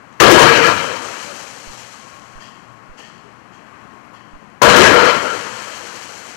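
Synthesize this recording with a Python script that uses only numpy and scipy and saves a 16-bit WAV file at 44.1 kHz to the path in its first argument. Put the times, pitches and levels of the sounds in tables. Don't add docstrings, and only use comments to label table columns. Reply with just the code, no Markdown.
import sys
import numpy as np
from scipy import signal
from scipy.io import wavfile
from scipy.ndimage import uniform_filter1d

SR = 44100
rng = np.random.default_rng(int(sys.argv[2]) if len(sys.argv) > 2 else 0)


def elevation(decibels):
    levels = np.asarray(decibels, float)
    return 10 ** (levels / 20)


def generate_wav(sig):
    pcm = np.round(np.clip(np.atleast_2d(sig).T, -1, 1) * 32767).astype(np.int16)
    wavfile.write(sys.argv[1], SR, pcm)


N = 280520

# (time [s], shock peak [dB],
# spark spit [dB])
SHARP_SHOCKS = [(0.2014, -1, -13), (0.3141, 2, -11), (0.3894, -6, -14.5), (0.4178, -0.5, -23),
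                (0.573, -10, -38), (0.6394, -27.5, -36), (0.666, -8.5, -44), (0.7094, -34, -55),
                (4.6189, -3.5, -13), (4.6885, -4.5, -18), (4.76, -4.5, -15), (4.7994, -13, -18),
                (4.8304, -9.5, -20), (4.8569, -19, -25), (5.0394, -24, -31), (5.0894, -29, -44)]
# (frequency [Hz], level [dB])
FIZZ_COLOUR = [(200, -21.5), (800, 2.5), (2000, -1), (4300, 1), (6500, -0.5), (8500, -5.5), (11000, -11),
               (15000, -22)]


def evened(x):
    return x / np.sqrt(np.mean(x ** 2) + 1e-20)


def read(points, hz):
    f, value = np.transpose(points)
    return np.interp(np.log(hz + 1), np.log(f + 1), value)


def coloured(x, points):
    hz = np.abs(np.fft.fftfreq(4096, 1 / SR))
    log_gain = np.log(elevation(np.maximum(read(points, hz), -100)))
    min_phase = np.exp(np.conj(signal.hilbert(log_gain)))
    taps = np.fft.ifft(min_phase).real[:2048]
    return signal.oaconvolve(x, taps / np.linalg.norm(taps))[:len(x)]


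def resonate(x, hz, width):
    r = np.exp(-np.pi * width / SR)
    return 2 * signal.lfilter([1 - r], [1, -r * np.exp(2j * np.pi * hz / SR)], x).real


def grains(per_s, spread_db):
    size = elevation(spread_db * np.minimum(rng.exponential(1, N), 5))
    size = size * rng.choice([-1, 1], N)
    return evened(size * (rng.random(N) < per_s / SR))


def flutter(hz, depth_db):
    knots = rng.standard_normal(int(N / SR * hz) + 3)
    return elevation(depth_db * np.interp(np.arange(N) / SR * hz, np.arange(len(knots)), knots))


def envelope(events, rise_s):
    out = np.zeros(N)
    for s, db, t60 in events:
        part = out[round(s * SR):][:round(t60 * SR)]
        u = np.arange(len(part)) / SR
        part += elevation(db - 60 * u / t60) * (1 - np.exp(-u / rise_s))
    return out


def waver(hz, slip):
    return np.sqrt(2) * np.sin(2 * np.pi * np.cumsum(hz * flutter(5.3, 9.12 * slip)) / SR)


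def since(s):
    age = np.arange(N) / SR - s
    return age, np.clip(age / 0.0007, 0, 1) + 0.028 * (age > -.003)


def patchy(x, depth_db):
    z = signal.stft(x, nperseg=512)[2]
    patches = uniform_filter1d(rng.standard_normal(z.shape), size=4, axis=0)
    patches = uniform_filter1d(patches, size=8, axis=1)
    return signal.istft(z * elevation(depth_db * evened(patches)), nperseg=512)[1][:N]


def open_input():
    # (time [s], height [dB])
    thumps = [
        (1.6725, -27),
        (2.3525, -28.5),
        (2.8922, -29),
        (4.3322, -28.5),
    ]
    # (frequency [Hz], level [dB])
    hiss_colour = [(100, 0), (6000, 0), (11000, -2), (13000, -8), (14200, -20), (16000, -40)]
    t, step = np.arange(N) / SR, np.zeros(N)
    slope_s = .0075
    for s, db in thumps:
        up = np.clip((t - s) / slope_s, 0, 1)
        down = np.clip((t - s - .02) / slope_s, 0, 1)
        step += elevation(db) * (up - down)
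    for tau_s in (.0125, .07):
        r = np.exp(-1 / (tau_s * SR))
        step = signal.lfilter([r, -r], [1, -r], step)
    hiss = coloured(rng.standard_normal(N), hiss_colour)
    ripple = evened(resonate(resonate(rng.standard_normal(N), 280., 300), 280., 400))
    ripple = ripple * uniform_filter1d(np.abs(step), size=900)
    return step + elevation(-27) * ripple + elevation(-77.6) * hiss


def town():
    # (frequency [Hz], density [dB per Hz])
    rumble_colour = [(18, -38), (30, -17), (85, -16.5), (213, -11), (243, -12.5), (359, -17), (432, -18),
                     (970, -16), (1080, -13), (2180, -22.5), (2360, -24), (13300, -48), (15500, -78)]
    # (loudest [s], length [s], whine [dB], whine [Hz], blur [0-1])
    traffic = [
        (0.05, 1.2, -51, 1080, 0.6),
        (1.4, 1.6, -51, 1095, .5),
        (2.45, 1.24, -50.5, 1090, 0.08),
        (3.24, 0.8, -53, 1090, 0.35),
        (3.83, 0.81, -48, 1075, 0.4),
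        (4.39, 0.7, -52.5, 1027, 0.7),
        (5.5, 1.1, -68, 1060, 0.4),
    ]
    # (frequency [Hz], level [dB])
    generator = [(59, -64), (118.4, -59), (177.6, -65.5), (215.3, -59), (300, -64.5)]
    rumble_db, swell_db = -45, -2
    t, air = np.arange(N) / SR, rng.standard_normal(N)
    rumble = coloured(rng.standard_normal(N), rumble_colour) * flutter(4.2, 0.37)
    passing, whine = 0, 0
    for s, length, db, hz, blur in traffic:
        near = elevation(db) * np.clip(1 - (2 * (t - s) / length) ** 2, 0, 1)
        passing = passing + near
        tone = waver(hz, 0.00386) * flutter(11, 2.5)
        fuzz = evened(resonate(air, hz, 60))
        whine = whine + near * ((1 - blur) * tone + blur * fuzz)
    hum = sum(elevation(db) * waver(f, 0.015) * flutter(8.1, 4.6) for f, db in generator)
    preamp = elevation(-72) * rng.standard_normal(N)
    return preamp + (elevation(rumble_db - 1.5) + elevation(swell_db) * passing) * rumble + whine + hum


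def far_bangs():
    # (time [s], peak [dB], t60 [s], brightness [dB])
    bursts = [
        (0.1194, -55, 0.67, 8),
        (1.8194, -32, 0.19, -3),
        (2.3994, -34, 0.78, -3),
        (2.972, -34, 1, -1),
        (3.5204, -44.5, 0.71, -7),
        (4.1314, -41.5, 1, -23),
    ]
    # (frequency [Hz], level [dB])
    distant_colour = [(470, -36), (800, -3), (969, -15), (1050, -6), (1250, -14), (1400, -19), (1830, 8),
                      (2190, -19), (2650, 1), (3250, 5), (3750, -17), (4430, -1.5), (5700, -12),
                      (6580, -19), (14000, -46)]
    body = envelope([(s, db, t60) for s, db, t60, _ in bursts], 0.011)
    body = body * coloured(grains(6000, 2.2), distant_colour)
    edge = envelope([(s, db + bright, t60) for s, db, t60, bright in bursts], 0.0027)
    edge = edge * coloured(grains(9000, 4.8), FIZZ_COLOUR)
    edge = signal.sosfilt(signal.butter(2, 8500, fs=SR, output="sos"), edge)
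    return elevation(-5.0) * body + elevation(-8) * edge


def roar(depth, offset_db):
    # (time [s], loudness [dB], extra depth [dB])
    volleys = [
        [(0.2, -10.5, -0.5), (0.43, -10.5, -1.5), (0.628, -15, -6.5), (0.645, -13, -4.5), (0.69, -14, -1.5),
         (0.74, -22, -1.5), (0.99, -30, -4), (1.55, -45, -3), (2.4, -54.5, -11)],
        [(4.617, -11.5, -0.5), (4.86, -10, -1), (4.9, -12, -2), (5.01, -13.5, -4.5), (5.1, -13.5, -2.5),
         (5.13, -17.5, -3), (5.21, -23.5, -3), (5.6, -35, -5), (6.36, -43.5, -5)],
    ]
    knee_db, overload = -14, 1.52
    out, t = np.zeros(N), np.arange(N) / SR
    for rows in volleys:
        s, loud_db, depth_db = np.transpose(rows)
        heard_db = np.interp(t, s, loud_db + depth * depth_db) + offset_db
        true_db = heard_db + overload * np.maximum(heard_db - knee_db, 0)
        out += elevation(true_db) * since(s[0])[1] * np.clip((s[-1] - t) / .15 + 1, 0, 1)
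    return out


def spit():
    return envelope([(s, db, 0.22) for s, _, db in SHARP_SHOCKS], 0.0068)


def echoes():
    # (frequency [Hz], level [dB])
    boom_colour = [(40, -50), (90, -5), (136, -6), (250, -3), (360, -1.5), (480, 0.5), (600, 0.5),
                   (760, -6), (1500, -63)]
    crack_colour = [(300, -46), (780, -10), (950, -1), (1400, -0.5), (1750, -4), (2200, -14), (4000, -13),
                    (9000, -50.5), (15000, -58)]
    rattle_colour = [(1200, -35.5), (1900, -1), (2400, -1), (3200, -4.5), (3700, -5), (5000, -8.5),
                     (9000, -30.5), (15000, -41)]
    # (frequency [Hz], width [Hz], level [dB])
    yard_modes = [(484, 38, -1), (916, 13, 2), (1300, 56, -11), (1643, 69, -2.5), (2280, 33, -9),
                  (3080, 115, 5)]
    # (frequency [Hz], width [Hz], t60 [s], strikes (time [s], level [dB]))
    near_walls = [(140.3, 10, 0.72, [(.4, -12)]), (356, 51, .5, [(.3, -1.5), (4.78, -9)]),
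                  (384, 80, 0.48, [(.205, -3)]), (457.8, 10.5, .93, [(.4, -9.5)]),
                  (476, 19, 0.3, [(.279, -8), (4.639, -5), (4.94, -9)]), (560, 33, 1.5, [(1.25, -40.5)]),
                  (611, 34, 0.23, [(4.86, -5)]), (945, 30, 0.41, [(.375, -7), (.8, -32)]),
                  (995, 110, 0.24, [(4.62, -0.5)]), (1170, 36, .45, [(.21, -7.5), (.44, -13)]),
                  (1364, 30, 0.56, [(.64, -14.5), (4.915, -9.5), (4.99, -12.5), (5.08, -22), (5.24, -24)]),
                  (1654, 43, 0.64, [(.215, -5.5), (.27, -11), (.49, -16), (.645, -18.5), (4.82, -12)]),
                  (2340, 140, 0.7, [(.46, -15), (.62, -20.5), (5.03, -29)])]
    far_walls = [(416, 11, 1, [(3.22, -55)]), (620, 400, 0.42, [(2.98, -41.5)]),
                 (1000, 170, 0.22, [(2.41, -42), (4.04, -44), (4.13, -38.5)]), (890, 25, 1, [(3.62, -50)]),
                 (1780, 200, 1, [(2.98, -54)]), (3270, 200, .5, [(2.42, -45)]),
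                 (4750, 220, .5, [(2.41, -46)]), (6440, 800, 0.37, [(2.98, -58), (3.53, -55), (4.13, -68)])]
    rattle_db = -4
    field = coloured(grains(3000, 2.3), boom_colour) * roar(0.97, 0) * flutter(25, 0.81)
    field += coloured(grains(5000, 3.06), crack_colour) * roar(0, 0) * flutter(40, 0.37)
    shaken = roar(-0.36, rattle_db - 1.5) + elevation(3.5) * spit()
    field += coloured(grains(7000, 2.76), rattle_colour) * shaken * flutter(40, 1.8)
    field = patchy(field, 1.6)
    air, song = rng.standard_normal(N), np.zeros(N)
    for hz, width, t60, struck in near_walls + far_walls:
        ring = envelope([(s, db, t60) for s, db in struck], 0.0041)
        song += ring * evened(resonate(air, hz, width))
    between_walls = sum(elevation(db - 5.0) * resonate(field, hz, width) for hz, width, db in yard_modes)
    return elevation(-1) * field + between_walls + song


def burning():
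    # (lit [s], fizz [dB], fade while climbing [dB/s])
    fans = [
        (0.2, -29, 8.5),
        (4.617, -31.5, 5.5),
    ]
    burn_s, burn_out_db_per_s = 1.685, 16
    out = np.zeros(N)
    for s, db, fade_db in fans:
        age, gate = since(s)
        burnt_out = np.maximum(age - burn_s, 0)
        out += gate * elevation(db - fade_db * age - burn_out_db_per_s * burnt_out)
    return out


def comets():
    # (time [s], peak [dB])
    stray = [
        (1.0306, -24),
        (1.0803, -25),
        (1.6005, -25),
        (2.1955, -30.5),
        (2.2194, -31.5),
        (2.3785, -37),
        (3.8157, -51),
        (3.937, -65),
        (4.5002, -47),
    ]
    fizz = coloured(grains(12000, 2.9), FIZZ_COLOUR) * (burning() + spit()) * flutter(30, 1.0)
    snaps = envelope([(s, db, .012) for s, db in stray], 0.00028)
    snaps = snaps * coloured(rng.standard_normal(N), FIZZ_COLOUR)
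    return elevation(4.0) * fizz + elevation(-3) * snaps


def shots():
    # (frequency [Hz], level [dB])
    spray_colour = [(800, -16), (2500, 8.5), (6000, 13), (10000, -11.5), (15500, 1.5)]
    front = np.zeros(N)
    for s, db, _ in SHARP_SHOCKS:
        front[round(s * SR)] = elevation(db + 7)
    u = np.arange(600) / SR / 0.0002
    blast = (1 - u) * np.exp(-u)
    spray = envelope([(s, db, .04) for s, db, _ in SHARP_SHOCKS], 0.0012)
    spray = spray * coloured(grains(9000, 1.4), spray_colour)
    return signal.oaconvolve(front, blast)[:N] + elevation(-2.5) * spray


def scene():
    yard = echoes() + shots() + comets() + far_bangs() + town()
    return np.array([elevation(6) * yard, open_input()])


def thin_treble(x, from_hz, keep_db, grit_db):
    # (frame level [dB], edge [Hz])
    band_edge = [(-40, 14300), (-30, 14900), (-14, 15000), (-8, 15800)]
    hz, _, z = signal.stft(x, SR, "cosine", nperseg=2048, noverlap=1024)
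    local = np.sqrt(uniform_filter1d(np.abs(z) ** 2, size=32, axis=0))
    reach = np.clip(np.log2(hz / from_hz + 1e-9), 0, 1.5)[:, None]
    treble = np.abs(signal.sosfilt(signal.butter(4, 8000, "high", fs=SR, output="sos"), x))
    jumps = uniform_filter1d(treble, size=200) > 1.7 * uniform_filter1d(treble, size=2048)
    jumps = np.flatnonzero(jumps) // 1024
    attack = np.isin(np.arange(z.shape[1]), [jumps, jumps + 1])
    keep = (np.abs(z) >= elevation(keep_db) * reach * local) | attack
    z = z + elevation(grit_db) * local * ~attack * np.exp(2j * np.pi * rng.random(z.shape))
    level_db = 10 * np.log10((local ** 2).sum(0) + 1e-12)
    keep &= hz[:, None] < np.interp(level_db, *np.transpose(band_edge))
    return signal.istft(z * keep, SR, "cosine", nperseg=2048, noverlap=1024)[1][:N]


def band_limit(x):
    return signal.sosfilt(signal.butter(12, 15670, fs=SR, output="sos"), x)


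def record(dry):
    # (frequency [Hz], width [Hz], level [dB])
    housing = [(3637, 984, -9.5), (5010, 1260, -5.5), (9320, 2270, -6)]
    left = signal.sosfilt(signal.butter(2, 90, "high", fs=SR, output="sos"), dry[0])
    for hz, width, db in housing:
        left = left - (1 - elevation(db)) * resonate(left, hz, width)
    left = left / (1 + np.abs(left / .945) ** 7) ** (1 / 7)
    left = signal.sosfilt(signal.butter(2, 45, "high", fs=SR, output="sos"), left)
    left = signal.sosfilt(signal.butter(1, 15000, fs=SR, output="sos"), left)
    left = thin_treble(left, from_hz=5630, keep_db=1.2, grit_db=-16.0)
    return band_limit(np.array([left, dry[1]]))


dry = scene()
out = record(dry)
generate_wav(out)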